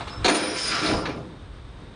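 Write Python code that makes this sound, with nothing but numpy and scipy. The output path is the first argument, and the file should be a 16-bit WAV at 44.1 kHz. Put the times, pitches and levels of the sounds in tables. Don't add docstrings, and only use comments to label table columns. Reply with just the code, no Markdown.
import sys
import numpy as np
from scipy import signal
from scipy.fft import rfft, irfft
from scipy.io import wavfile
from scipy.ndimage import uniform_filter1d

SR = 44100
rng = np.random.default_rng(int(sys.argv[2]) if len(sys.argv) > 2 else 0)


def int16_out(signal):
    q = np.round(np.clip(np.atleast_2d(signal).T, -1, 1) * 32767)
    wavfile.write(sys.argv[1], SR, q.astype(np.int16))


N = 85995
TIME_S, FREQ_HZ = np.arange(N) / SR, np.fft.rfftfreq(N, 1 / SR)


def undb(db):
    return 10 ** (np.asarray(db) / 20)


def curve(rows, column=1):
    rows = np.array(rows)
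    return undb(np.interp(TIME_S, rows[:, 0], rows[:, column]))


def wander(rate_hz):
    hold = max(int(SR / rate_hz), 1)
    steps = np.repeat(rng.standard_normal(N)[:N // hold + 1], hold)
    return 1.64 * uniform_filter1d(uniform_filter1d(steps, hold), hold)[:N]


def colour(x, spectrum, tilt_db_per_octave=0):
    hz, db = np.array(spectrum).T
    octave = np.log2(np.maximum(FREQ_HZ, 1))
    outside = np.maximum(np.log2(hz[0]) - octave, 0) + np.maximum(octave - np.log2(hz[-1]), 0)
    gain_db = np.interp(octave, np.log2(hz), db) + tilt_db_per_octave * octave - 20 * outside
    shaped = irfft(rfft(x) * undb(gain_db), N)
    return shaped / np.sqrt(np.mean(shaped ** 2))


def noise(spectrum):
    return colour(rng.standard_normal(N), spectrum)


def sustained(modes):
    response = 0
    for hz, width_hz, gain_db in modes:
        detune = (FREQ_HZ - hz) / width_hz
        response += undb(gain_db) / (1 + 2j * detune) / (1 + .5j * detune)
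    ringing = irfft(rfft(rng.standard_normal(N)) * response, N)
    return ringing / np.sqrt(uniform_filter1d(ringing ** 2, size=1500))


def swell(centre_s, width_s):
    return np.exp(-.5 * ((TIME_S - centre_s) / width_s) ** 2)


# freq_hz, gain_db
MACHINERY_SPECTRUM = [(22, -14), (45, -0.5), (80, -4.5), (210, -12), (400, -15), (650, -20.5), (1200, -20),
                      (2800, -30), (3500, -27), (7400, -46.5), (8600, -39), (10500, -57)]

def machinery(rumble_db=-44.5, whine_db=-65, whine_hz=3700, whine_width_hz=90):
    dip_db = -9 * swell(centre_s=.44, width_s=.084)
    flicker_db = .7 * wander(25.38)
    rumble = undb(rumble_db + dip_db + flicker_db) * noise(MACHINERY_SPECTRUM)
    return rumble + undb(whine_db) * sustained([(whine_hz, whine_width_hz, 0)])


# centre_s, width_s, level_db
GUSTS = [(.06, 0.062, -38), (0.221, 0.032, -29.5), (0.933, 0.043, -27), (1.6, 0.2, -42)]
# freq_hz, gain_db
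WIND_SPECTRUM = [(25, -12), (48, 2.5), (78, 0.5), (115, -3), (250, -31)]

def wind():
    envelope = sum(undb(level_db) * swell(centre_s, width_s) for centre_s, width_s, level_db in GUSTS)
    return envelope * noise(WIND_SPECTRUM)


# start_s, decay_s, level_db
DULL_BUMPS = [(1.816, .022, -35), (1.875, .1, -42)]
# freq_hz, gain_db
DULL_SPECTRUM = [(60, -12.5), (135, -5.5), (220, -9.5), (350, -13.5), (700, -26), (1500, -39)]

def bumps(attack_s=.0014):
    envelope = 0
    for start_s, decay_s, level_db in DULL_BUMPS:
        age_s = np.maximum(TIME_S - start_s, 0)
        envelope += undb(level_db) * np.minimum(age_s / attack_s, 1) * np.exp(-age_s / decay_s)
    return envelope * noise(DULL_SPECTRUM)


# time_s, level_db
FRAME_LEVELS = [(0, -43), (.33, -47.5), (.7, -43.5), (.8, -37.5), (1.15, -36), (1.35, -43.5), (1.55, -57)]

def frame_rumble():
    return curve(FRAME_LEVELS) * noise(DULL_SPECTRUM)


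# freq_hz, width_hz, gain_db
STEEL_MODES = [(316, 22, 6), (422, 26, 3), (508, 16, 2), (609, 15, 4), (688, 13, 5), (2129, 18, 3),
               (2368, 44, 4), (3885, 30, 5), (4105, 35, 3)]

def steel_contacts(contacts_per_s=4500, spread_db=1.73, judder_db=1.5, wash_t60_s=.25, wash_db=-2):
    strength = undb(spread_db * np.minimum(rng.exponential(size=N), 4)) * rng.choice([-1, 1], N)
    touches = rng.random(N) < contacts_per_s / SR
    contacts = touches * strength * undb(judder_db * wander(69.93))
    tail = rng.standard_normal(N) * undb(-60 * TIME_S / wash_t60_s)
    wash = undb(wash_db) * rfft(tail / np.linalg.norm(tail))
    modes = sum(undb(db) / (1 + 2j * (FREQ_HZ - hz) / width_hz) for hz, width_hz, db in STEEL_MODES)
    return irfft(rfft(contacts) * (1 + wash + modes), N)


# time_s, level_db
CHAIN_LEVELS = [(0, -38.5), (.05, -42), (.24, -42.5), (.3, -81)]
# freq_hz, gain_db
CHAIN_SPECTRUM = [(200, -8), (500, -13), (1150, 6), (2400, -11.5), (3700, -2), (4600, -22.5), (8400, -16.5),
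                  (10500, -31)]

def chains():
    return curve(CHAIN_LEVELS) * colour(steel_contacts(), CHAIN_SPECTRUM)


# freq_hz, width_hz, gain_db
FACE_MODES = [(4615, 25, -4), (4912, 18, 0), (5020, 45, 0), (5295, 55, 0), (5655, 22, -5), (9510, 22, -7)]
# time_s, level_db
SING_LEVELS = [(.26, -63), (.33, -41.5), (.45, -39.5), (.6, -38.5), (.9, -34), (1.03, -46.5), (1.16, -58),
               (1.27, -87)]
# freq_hz, width_hz, gain_db
LOAD_MODES = [(1190, 10, 0), (1367, 40, -9)]
# time_s, level_db
GROAN_LEVELS = [(.65, -73), (.73, -32.5), (.92, -37), (1.14, -45), (1.3, -80)]

def rubbed_modes():
    return curve(SING_LEVELS) * sustained(FACE_MODES) + curve(GROAN_LEVELS) * sustained(LOAD_MODES)


# start_s, length_s, pitch_hz, level_db, roughness
FACE_SQUEALS = [(.096, .095, 5295, -47, .15), (.1, .028, 5030, -47, .3), (.297, .085, 9510, -35, .3),
                (.3, .12, 5025, -42, .6), (.405, .065, 9095, -46, .3), (.41, .29, 9513, -40.5, .2),
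                (.42, .085, 5215, -43, .4), (.48, .06, 5655, -44, .2), (.575, .04, 5035, -38, .4),
                (.57, .095, 5300, -36, .3), (.632, .075, 4920, -33, .2), (.71, .045, 5042, -39, .4),
                (.84, .085, 9195, -46, .2), (.95, .055, 4990, -43, .8), (.99, .04, 4620, -48, .5)]

def squeals(edge_s=.006, ring_s=.016, flutter_db=1.5, grit_hz=160):
    out = 0
    for start_s, length_s, pitch_hz, level_db, roughness in FACE_SQUEALS:
        age_s = TIME_S - start_s
        attack = np.clip(age_s / edge_s + .5, 0, 1)
        release = np.exp(-np.maximum(age_s - length_s + edge_s, 0) / ring_s)
        wobble = .0007 * wander(148.8) + .0004 * wander(24.37)
        phase = 2 * np.pi * np.cumsum(pitch_hz * (1 + wobble)) / SR
        grit = wander(grit_hz) * np.sin(phase) + wander(grit_hz) * np.cos(phase)
        tone = np.sqrt(2 * (1 - roughness ** 2)) * np.sin(phase) + roughness * grit
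        out += attack * release * undb(level_db + flutter_db * wander(77.05)) * tone
    return out


# time_s, rasp_db, hiss_db
SLIDE_LEVELS = [(.22, -54, -84), (.29, -25, -46), (.37, -31, -35), (.46, -33.5, -42.5), (.56, -33, -38.5),
                (.58, -36.5, -32), (.66, -36, -32.5), (.72, -30, -31), (.81, -30.5, -37), (.93, -32, -37),
                (.98, -41, -43.5), (1.04, -44, -53), (1.12, -42, -64), (1.2, -58.5, -59), (1.35, -84, -81)]
# freq_hz, gain_db
RASP_SPECTRUM = [(600, -34), (1000, 1), (1400, 6.5), (2500, 1.5), (3400, -0.5), (4700, -6.5), (6200, -11.5),
                 (9500, -62)]
# freq_hz, gain_db
HISS_SPECTRUM = [(1500, -4), (4000, -1), (5200, 3), (6000, -5), (7000, -2.5), (8200, -12.5), (9500, -5),
                 (10700, -24)]
# time_s, level_db
DECK_LEVELS = [(.24, -45.5), (.29, -20), (.47, -31.5), (.6, -36.5), (.72, -37), (.82, -29.5), (.89, -22.5),
               (.96, -22), (1.04, -30.5), (1.11, -33), (1.22, -41.5), (1.4, -63)]
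# freq_hz, gain_db
DECK_SPECTRUM = [(130, -40), (195, -2), (260, -4), (320, -2), (450, -2), (650, -7.5), (900, -6.5),
                 (1400, -17), (2500, -41)]

def scrape():
    rasp = curve(SLIDE_LEVELS, column=1) * colour(steel_contacts(), RASP_SPECTRUM)
    hiss = curve(SLIDE_LEVELS, column=2) * colour(steel_contacts(), HISS_SPECTRUM)
    shudder = curve(DECK_LEVELS) * colour(steel_contacts(), DECK_SPECTRUM)
    return rasp + hiss + shudder


def blow_envelope(start_s, attack_s=.0025, hold_s=.023, drop_s=.0029, tail_s=.052, tail_db=-8):
    attack = np.clip((TIME_S - start_s) / attack_s + .5, 0, 1)
    released_s = np.maximum(TIME_S - start_s - hold_s, 0)
    return attack * np.maximum(np.exp(-released_s / drop_s), undb(tail_db) * np.exp(-released_s / tail_s))


# start_s, clash_db, clash_tilt_db_per_octave, boom_db, clang_db, clash_cutoff_hz
STEEL_BLOWS = [(.007, -37.5, -8.5, -76, -47, 4470), (0.075, -41.5, 3, -61, -51, 4500),
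               (0.245, -21.5, -0.5, -19.5, -22.5, 11000), (0.281, -23, 0.5, -30, -63, 12100),
               (0.347, -31, 4.5, -47, -51, 12400), (.858, -47, 1, -46, -27, 6100),
               (1.055, -30, -2, -58, -42.5, 4630)]
# freq_hz, gain_db
CLASH_SPECTRUM = [(400, -21), (900, 0.5), (2500, 1.5), (4400, -8.5), (5100, -13.5), (6500, -6.5),
                  (8200, -17.5), (9400, -6.5), (10500, -67)]
# freq_hz, gain_db
CLANG_SPECTRUM = [(3000, -18), (3850, -1.5), (4550, -2), (5000, -14)]
# freq_hz, width_hz, gain_db
HOLLOW_MODES = [(400, 80, 0), (490, 60, -3), (730, 40, 0), (922, 24, -2)]

def blows(boom_lag_s=.0027):
    crush = steel_contacts()
    boom = sustained(HOLLOW_MODES)
    clang = colour(crush, CLANG_SPECTRUM)
    out = 0
    for start_s, clash_db, tilt_db_per_octave, boom_db, clang_db, cutoff_hz in STEEL_BLOWS:
        lowpass = signal.butter(2, cutoff_hz, fs=SR, output="sos")
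        clash = signal.sosfilt(lowpass, colour(crush, CLASH_SPECTRUM, tilt_db_per_octave))
        out += blow_envelope(start_s) * (undb(clash_db) * clash + undb(clang_db) * clang)
        out += blow_envelope(start_s + boom_lag_s) * undb(boom_db) * boom
    return out


def scene():
    trailer = chains() + blows() + scrape() + frame_rumble() + rubbed_modes() + squeals()
    return (trailer + machinery() + wind() + bumps())[None]


def record(dry):
    cutoff_hz = 10750
    return signal.sosfilt(signal.ellip(10, .2, 80, cutoff_hz, fs=SR, output="sos"), dry)


dry = scene()
out = record(dry)
int16_out(out)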